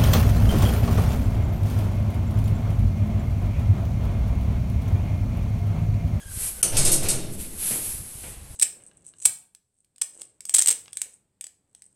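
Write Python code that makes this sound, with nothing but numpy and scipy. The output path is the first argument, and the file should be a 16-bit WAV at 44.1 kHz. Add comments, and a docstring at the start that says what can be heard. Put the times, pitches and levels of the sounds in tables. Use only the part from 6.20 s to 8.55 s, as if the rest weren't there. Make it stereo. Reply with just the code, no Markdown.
"""A steel door in a tiled stairwell

Heard from a phone carried through the door. The hinge whines faintly, the latch snaps and clacks five
times, the steel panel booms and the air of the stairwell swings. Then a jacket swishes and soft steps
go towards the stairs, while a hand bumps the phone."""
import sys
import numpy as np
from scipy import signal
from scipy.fft import rfft, irfft
from scipy.io import wavfile
from scipy.ndimage import uniform_filter1d, minimum_filter1d

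SR = 44100
rng = np.random.default_rng(int(sys.argv[2]) if len(sys.argv) > 2 else 0)


def unload_wav(signal):
    """Save mono or channel-first audio to the path in sys.argv[1] as 16-bit WAV at rate SR, clipped to [-1, 1]."""
    wavfile.write(
        sys.argv[1],
        SR,
        np.round(np.clip(np.atleast_2d(signal).T, -1, 1) * 32767).astype(np.int16),
    )


N = 103635
T = np.arange(N) / SR  # time of each sample
HZ = np.arange(N // 2 + 1) * SR / N  # frequency of each point in a spectrum

# Tone of the latch's first crack: frequency_hz, level_db
CRACK_TONE = [(100, -7), (650, -13), (1050, -9), (1400, -3), (2000, -20), (2800, -3), (3500, -6),
              (4000, -10), (4600, 1), (5100, -7), (5500, 4), (6400, 2), (7200, -10.5), (8500, -6.5),
              (9500, 5), (10800, -16), (12000, -10), (13300, -1.5), (15000, -18)]
# Tone of the short tail after the crack: frequency_hz, level_db
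TAIL_TONE = [(150, 0), (650, -4), (1000, -13), (1400, 0.5), (1900, -19), (2400, 2.5), (3800, -7), (4400, 0),
             (5000, -7), (6100, 6), (7200, -6), (8800, 0.5), (10000, -8), (10800, -17), (13300, -11),
             (15000, -24)]

def latch_snap():
    """The bolt snaps with a sharp crack and a grainy tail."""
    start_s, rise_s = 0.428, 0.0013
    crack = burst(start_s, rise_s, hold_s=0.0042, fade_s=0.0078) * colour(noise(), CRACK_TONE)
    tail = burst(start_s, rise_s, hold_s=0, fade_s=0.18) * colour(noise(grain_db=1.5), TAIL_TONE)
    return undb(-15.5) * crack + undb(-24.5) * tail

# Clacks of the bolt: start_s, level_db, fade_s, hold_s, rise_s, tilt_db_per_octave, strike_db
CLACKS = [(0.567, -25, 0.3, 0.022, 0.003, -2, -2), (0.649, -25.3, 0.2, 0.027, 0.0022, -1.5, -1.5),
          (0.7157, -25.5, 0.17, 0.026, 0.0036, 3.5, 2.5), (0.83, -40.5, 0.13, 0.012, 0.002, 2, -4),
          (0.8845, -27, 0.2, 0.022, 0.003, -0.5, -3)]
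# Tone of a clack's first strike: frequency_hz, level_db
STRIKE_TONE = [(1000, -25), (4000, -8), (7000, 0), (8600, -5), (10800, -1), (12500, 0), (14000, -2.5)]
# Tone of the chatter that follows: frequency_hz, level_db
CHATTER_TONE = [(300, -16), (1000, -16.5), (1900, -7.5), (2700, -4.5), (4400, 0.5), (6100, 1.5), (7200, 0),
                (8600, 0), (9900, -3.5), (10800, -12), (12200, -14.5), (14000, -17)]
# Notes the steel latch rings at: pitch_hz, level_db, fade_s
LATCH_NOTES = [(1385, -1, 0.89), (2466, 0, 0.53), (2830, 1, .3), (3620, 9, 0.33), (4600, 0, .25),
               (5940, 2, .45), (6400, 2, 0.32), (7354, 4, .4), (7500, 4, 0.6), (8000, -2, 0.55),
               (8336, 4, 0.66), (8581, -6, .45), (8800, -6, 0.39), (9220, 1, .45), (9475, -6, .4),
               (10120, -2, .5)]

def latch_clacks():
    """The bolt rattles in its slot: each clack is a bright strike and tiny hits that ring the steel."""
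    # Every clack shares the same short ring of the door frame.
    frame = undb(-3.5) * unit(noise() * burst(0, rise_s=0.0016, hold_s=0, fade_s=0.041)) / np.sqrt(N)
    out = 0
    for start_s, level_db, fade_s, hold_s, rise_s, tilt, strike_db in CLACKS:
        tiny_hits = irfft(rfft(noise(grain_db=1.5)) * (1 + rfft(frame)), N)
        chatter = colour(tiny_hits, CHATTER_TONE, tilt) * burst(start_s, rise_s, hold_s, fade_s)
        strike = colour(noise(grain_db=7.5), STRIKE_TONE)
        strike *= burst(start_s, rise_s=0.00061, hold_s=0.00061, fade_s=0.061)
        ringing = ring(LATCH_NOTES, start_s, rise_s, likeness=0.37)
        out += undb(level_db) * (chatter + undb(strike_db) * strike + undb(-15) * ringing)
    return out

# Scrapes of the bolt: start_s, level_db, rise_s
SCRAPES = [(0.52, -31.5, 0.052), (0.827, -34, 0.039)]
# Tone of the scraping: frequency_hz, level_db
SCRAPE_TONE = [(500, -13), (1900, -18), (2600, -2), (3300, -8), (6000, -7), (10000, -38)]

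def latch_scrapes():
    """The bolt scrapes along its slot before it lets go."""
    loudness = sum(undb(level_db) * burst(start_s, rise_s, hold_s=rise_s, fade_s=0.14)
                   for start_s, level_db, rise_s in SCRAPES)
    return colour(noise(grain_db=1.5), SCRAPE_TONE) * loudness

# Blows on the door panel: start_s, level_db, thud_db, thud_pitch_hz, thud_fade_s
BLOWS = [(.432, -35, -38.5, 184, 0.096), (.515, -29.5, -28.5, 106.7, 0.36), (.575, -28, -28, 139.3, .35),
         (0.651, -28.5, -36.5, 99.3, 0.23), (.717, -38, -31.5, 139, 0.48), (0.819, -29, -33, 91.4, 0.17),
         (.912, -37, -30, 135.3, 0.26), (1.075, -51.5, -38.5, 131.5, 0.32)]
# Tone of the panel's rumble: frequency_hz, level_db
RUMBLE_TONE = [(20, -16), (30, 15.5), (50, -7.5), (90, -1.5), (140, -4), (230, -12.5), (350, -9), (620, -7),
               (1000, -15.5), (1800, -18), (2700, -17), (5000, -31.5)]
# Notes the panel rings at: pitch_hz, level_db, fade_s
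PANEL_NOTES = [(188.5, -8.5, 1.33), (300, -14, 1.4), (344, -12, 1.36), (407.4, -13, 0.87), (530, -13, 1.2),
               (664, -9.5, 0.87)]

def door_panel():
    """Each blow shakes the slack steel sheet: a low thud, a dull rumble and long, wandering notes."""
    rise_s = 0.017
    shaking, thuds = 0, 0
    for start_s, level_db, thud_db, thud_pitch_hz, thud_fade_s in BLOWS:
        rumble = colour(noise(), RUMBLE_TONE) * burst(start_s, rise_s, hold_s=rise_s, fade_s=0.58)
        ringing = ring(PANEL_NOTES, start_s, rise_s, likeness=0.89, wander_hz=4.3)
        shaking += undb(level_db) * (rumble + undb(-11.5) * ringing)
        thud = burst(start_s, rise_s, hold_s=0.043, fade_s=thud_fade_s) * sine(thud_pitch_hz, start_s)
        thuds += undb(thud_db) * thud
    return pan(-1.5) * (thuds + shaking + undb(-6) * stairwell_echo(shaking))

# Tone of the stairwell's many low notes: frequency_hz, level_db
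BOOM_TONE = [(100, -36), (170, 1), (215, 2.5), (300, -4.5), (420, -5), (800, -31), (2000, -43)]

def stairwell_boom():
    """The stairwell's low notes build up behind the blows and linger."""
    swell = burst(start_s=0.5, rise_s=0.14, hold_s=0.52, fade_s=2.4)
    return undb(-41.5) * swell * colour(noise(), BOOM_TONE)

def air_swing():
    """The door sets the enclosed air swinging, too low to hear."""
    start_s = 0.487
    swell = burst(start_s, rise_s=0.09, hold_s=0.18, fade_s=1.9)
    return undb(-17) * swell * sine(pitch_hz=6.8, start_s=start_s)

# Path of the hinge's whine: time_s, pitch_hz, level_db, overtones_db
WHINE = [(0, 1665, -62.5, -2), (0.026, 1650, -57, -3), (0.055, 1608, -53, -8), (0.115, 1555, -55.5, -10),
         (.16, 1570, -57, -5), (0.32, 1542, -64, -6), (.36, 1504, -55, -15), (.42, 1495, -54, -10),
         (.47, 1430, -90, -15)]

def hinge():
    """The hinge sticks and slips: a thin, shaky whine that sinks and dulls as the door slows."""
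    time_s, pitch_hz, level_db, overtones_db = np.array(WHINE).T
    waver, flutter = (unit(uniform_filter1d(noise(), size=n, axis=1)) for n in (80, 400))
    shaky_hz = np.interp(T, time_s, pitch_hz) * (1 + 0.0317 * waver)
    phase = 2 * np.pi * np.cumsum(shaky_hz, axis=1) / SR
    overtones = sum(undb(db) * np.sin(multiple * phase) for multiple, db in ((2, -0.5), (3, -9), (4, -4)))
    overtones *= undb(np.interp(T, time_s, overtones_db))
    return undb(np.interp(T, time_s, level_db) + 4 * flutter) * (np.sin(phase) + overtones)

# How strongly the jacket rubs: time_s, level_db
RUB_LEVEL = [(0, -53), (.06, -52), (.12, -39), (.24, -26.5), (.29, -29.5), (.34, -38.5), (.42, -41),
             (1.1, -50), (1.14, -38.5), (1.175, -46), (1.21, -34.5), (1.3, -44.5), (1.37, -39.5),
             (1.41, -30), (1.47, -26.5), (1.55, -26), (1.61, -32), (1.65, -30), (1.72, -31.5),
             (1.83, -40.5), (1.95, -40.5), (2.1, -40), (2.21, -54), (2.35, -48.5)]
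# Which side it rubs on: time_s, left_minus_right_db
RUB_SIDE = [(.05, -5), (.25, -0.5), (1.2, -0.5), (1.47, 3), (1.58, 0.5), (1.72, 3), (1.86, 0), (2.1, -3.5),
            (2.3, 0)]
# Tone of the cloth: frequency_hz, level_db
CLOTH_TONE = [(200, -2.5), (1000, -3), (2400, 0.5), (5000, -0.5), (8000, 0), (11000, 0), (14000, -2)]

def jacket():
    """Cloth rubs close to the phone with a finely grained swish."""
    level_db = np.interp(T, *np.array(RUB_LEVEL).T) - 7.5
    side_db = np.interp(T, *np.array(RUB_SIDE).T)
    return undb(level_db) * pan(side_db) * colour(noise(grain_db=1), CLOTH_TONE)

# Footsteps: start_s, level_db, fade_s, tilt_db_per_octave
STEPS = [(.378, -45.5, 0.22, 2), (1.188, -45, 0.64, 11), (1.33, -45.5, 0.29, 0), (1.505, -33.5, 0.49, 0.5),
         (2.031, -43.5, 0.66, 3)]
# Tone of a soft sole landing: frequency_hz, level_db
SOLE_TONE = [(40, -11), (100, 3), (220, 0.5), (600, -3.5), (1200, -13.5), (2500, -13), (5000, -30),
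             (12000, -53)]

def footsteps():
    """Soft soles land on tiles, each with a short heel thump, and the stairwell answers."""
    rise_s, heel_hz = 0.0034, 203
    out = 0
    for start_s, level_db, fade_s, tilt in STEPS:
        sole = burst(start_s, rise_s, hold_s=rise_s, fade_s=fade_s) * colour(noise(), SOLE_TONE, tilt)
        heel = burst(start_s, rise_s, hold_s=rise_s, fade_s=0.18) * sine(heel_hz, start_s)
        out += undb(level_db) * (sole + undb(-4.5) * heel)
    return out + undb(-12) * stairwell_echo(out)

# Slides of a sole: start_s, level_db, rise_s, hold_s, fade_s
SCUFFS = [(1.37, -45, 0.066, 0.17, 0.43), (1.94, -59, 0.059, 0.22, 0.46)]
# Tone of the sliding: frequency_hz, level_db
SCUFF_TONE = [(300, -13), (1200, -11), (2400, 1), (3400, 6), (5000, -10), (9000, -20)]

def scuffs():
    """A sole slides over the tiles as it lands."""
    loudness = sum(undb(level_db) * burst(start_s, *shape) for start_s, level_db, *shape in SCUFFS)
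    return colour(noise(grain_db=1), SCUFF_TONE) * loudness

# Rubs of the hand on the phone: start_s, level_db, hold_s, left_minus_right_db
HAND_RUBS = [(0.062, -38.5, .11, 5), (0.208, -39.5, 0.052, 7.5), (0.331, -42, 0.12, 4),
             (1.178, -37, 0.03, 3), (1.286, -45, 0.072, 2), (1.663, -42, 0.14, -10.5),
             (2.017, -42.5, 0.094, -9), (2.155, -49.5, 0.092, -17), (2.303, -47, 0.045, -18)]
# Tone of those rubs: frequency_hz, level_db
HAND_TONE = [(20, 6), (60, 6), (110, -0.5), (200, -9), (400, -31), (1500, -40)]
# Finger knocks: time_s, level_db, pitch_hz, left_minus_right_db
KNOCKS = [(.065, -35.5, 67.5, 17), (.103, -40.5, 64, 7), (0.1437, -38, 74, 11), (0.175, -28.5, 83, 17),
          (1.753, -37.5, 65, -16), (1.8067, -36, 98, -19), (1.957, -40, 102, 18), (2.311, -40.5, 60.3, -20)]

def hand():
    """Fingers shift and knock on the phone's case: low, with no echo, mostly on one microphone."""
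    out = 0
    for start_s, level_db, hold_s, side_db in HAND_RUBS:
        rub = colour(rng.standard_normal((2, N)), HAND_TONE)
        rub *= burst(start_s, rise_s=0.0036, hold_s=hold_s, fade_s=0.22)
        out += undb(level_db) * pan(side_db) * rub
    for time_s, level_db, pitch_hz, side_db in KNOCKS:
        cycles = (T - time_s) * pitch_hz
        hard_edge = undb(-13.5) * swing(3.2 * cycles)
        out += undb(level_db) * pan(side_db) * (swing(cycles) + hard_edge)
    return out

# How long the stairwell echoes: frequency_hz, fade_s
ECHO_FADES = [(60, 2.5), (125, 2.16), (250, 1.28), (500, 1.06), (1500, 0.55), (4000, 0.67), (10000, 0.24)]

def stairwell_echo(sound):
    """Hard walls return a smooth wash of echoes; the bass lasts longest."""
    spectrum, tail = rfft(noise()), 0
    for centre_hz in 62.5 * 2 ** np.arange(9):
        octave = np.maximum(1 - abs(np.log2((HZ + 1) / centre_hz)), 0)
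        fading = burst(start_s=0.0047, rise_s=0.0044, hold_s=0, fade_s=look_up(ECHO_FADES, centre_hz))
        tail += irfft(spectrum * octave, N) * fading
    return signal.fftconvolve(sound, unit(tail) / np.sqrt(N), axes=1)[:, :N]

# Tone of the quiet building: frequency_hz, level_db
HUSH_TONE = [(20, -3.5), (60, -1.5), (120, -9.5), (250, -18.5), (600, -20), (1200, -22.5), (3000, -26.5),
             (6000, -30.5), (9000, -34.5), (14000, -47)]

def building_hush():
    """A faint, steady, low rush lies under everything."""
    return undb(-48) * colour(noise(), HUSH_TONE)

def undb(db):
    """Turn decibels into a number to multiply by."""
    return 10 ** (np.asarray(db) / 20)

def unit(sound):
    """Scale a sound to an average (rms) size of 1."""
    return sound / np.sqrt(np.mean(sound ** 2))

def pan(side_db):
    """Left and right gains; a positive value leans left."""
    return undb(np.vstack([side_db, -side_db]) / 2)

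def look_up(table, hz):
    """Read between the rows of a frequency table, with octaves evenly spaced."""
    frequencies, values = np.array(table, float).T
    return np.interp(np.log(hz + 1), np.log(frequencies), values)

def noise(grain_db=0.):
    """Noise at two microphones, alike in the bass; grain turns it into tiny uneven clicks."""
    spacing_m, sound_speed_m_s = 0.17, 343
    white = rng.standard_normal((2, N))
    grains = undb(grain_db * np.repeat(rng.standard_normal(N // 12 + 1), 12)[:N])
    likeness = np.sinc(2 * HZ * spacing_m / sound_speed_m_s)
    mid, side = irfft(rfft(white * grains) * np.sqrt(np.array([1 + likeness, 1 - likeness]) / 2), N)
    return np.array([mid + side, mid - side])

def colour(sound, tone, tilt=0.):
    """Shape noise with a tone table; a positive tilt (dB per octave) brightens it."""
    return unit(irfft(rfft(sound) * undb(look_up(tone, HZ) + tilt * np.log2(HZ + 1)), N))

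def burst(start_s, rise_s, hold_s, fade_s):
    """Loudness that rises, holds until hold_s after the start, then drops 60 dB every fade_s."""
    age = T - start_s
    return np.clip(age / rise_s, 0, 1) * np.exp(-np.log(1000) * np.maximum(age - hold_s, 0) / fade_s)

def sine(pitch_hz, start_s):
    """A pure tone that crosses zero at start_s."""
    return np.sin(2 * np.pi * pitch_hz * (T - start_s))

def swing(cycles):
    """One swing, down and up, with no ringing."""
    return np.exp(-(2 * cycles) ** 2) * np.sin(2 * np.pi * cycles)

def ring(notes, start_s, rise_s, likeness, wander_hz=0.):
    """Notes struck once and left to fade; a likeness of 1 makes left and right the same."""
    out, first = np.zeros((2, N)), int(start_s * SR)
    age = T[:N - first]
    for pitch_hz, level_db, fade_s in notes:
        offset = rng.uniform(0, 2 * np.pi) + (1 - likeness) * rng.uniform(-np.pi, np.pi, (2, 1))
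        drift_hz = wander_hz * np.interp(age, np.linspace(0, T[-1], 80), rng.standard_normal(80))
        phase = 2 * np.pi * np.cumsum(pitch_hz + drift_hz) / SR + offset
        out[:, first:] += undb(level_db) * np.exp(-np.log(1000) * age / fade_s) * np.sin(phase)
    total_size = np.sqrt(np.sum(undb([note[1] for note in notes]) ** 2) / 2)
    return out * np.clip((T - start_s) / rise_s, 0, 1) / total_size

def scene():
    """Add up the door, the walker and the quiet building."""
    latch = latch_snap() + latch_clacks() + latch_scrapes()
    latch_echo = undb(-6.5) * stairwell_echo(latch)
    door = latch + latch_echo + door_panel() + stairwell_boom() + air_swing() + hinge()
    walker = jacket() + footsteps() + scuffs() + hand()
    return door + walker + building_hush()

# Ringing of the left and right microphone holes: pitch_hz, width_hz, boost_db
MIC_HOLES = [(10800, 1330, 23), (8530, 1110, 18.5)]

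def record(dry):
    """Each microphone hole rings at its own pitch; peaks are held down and the highest treble is cut."""
    top_hz, ceiling = 14350, 0.92
    boosts = np.array([np.sqrt(1 + undb(boost_db) ** 2 / (1 + (2 * (HZ - hz) / width_hz) ** 2) ** 1.187)
                       for hz, width_hz, boost_db in MIC_HOLES])
    dip = undb(-24 * np.exp(-((T - 0.4232) / 0.004) ** 4))  # the level dips just before the snap
    heard = irfft(rfft(dry) * boosts, N) * dip
    heard = signal.sosfilt(signal.ellip(10, .2, 70, top_hz, fs=SR, output="sos"), heard)
    safe_gain = ceiling / np.maximum(abs(heard), ceiling)
    smooth_gain = uniform_filter1d(minimum_filter1d(safe_gain, size=21), size=21)
    return signal.sosfilt(signal.ellip(6, .2, 60, top_hz + 1500, fs=SR, output="sos"), heard * smooth_gain)

dry = scene()
out = record(dry)
unload_wav(out)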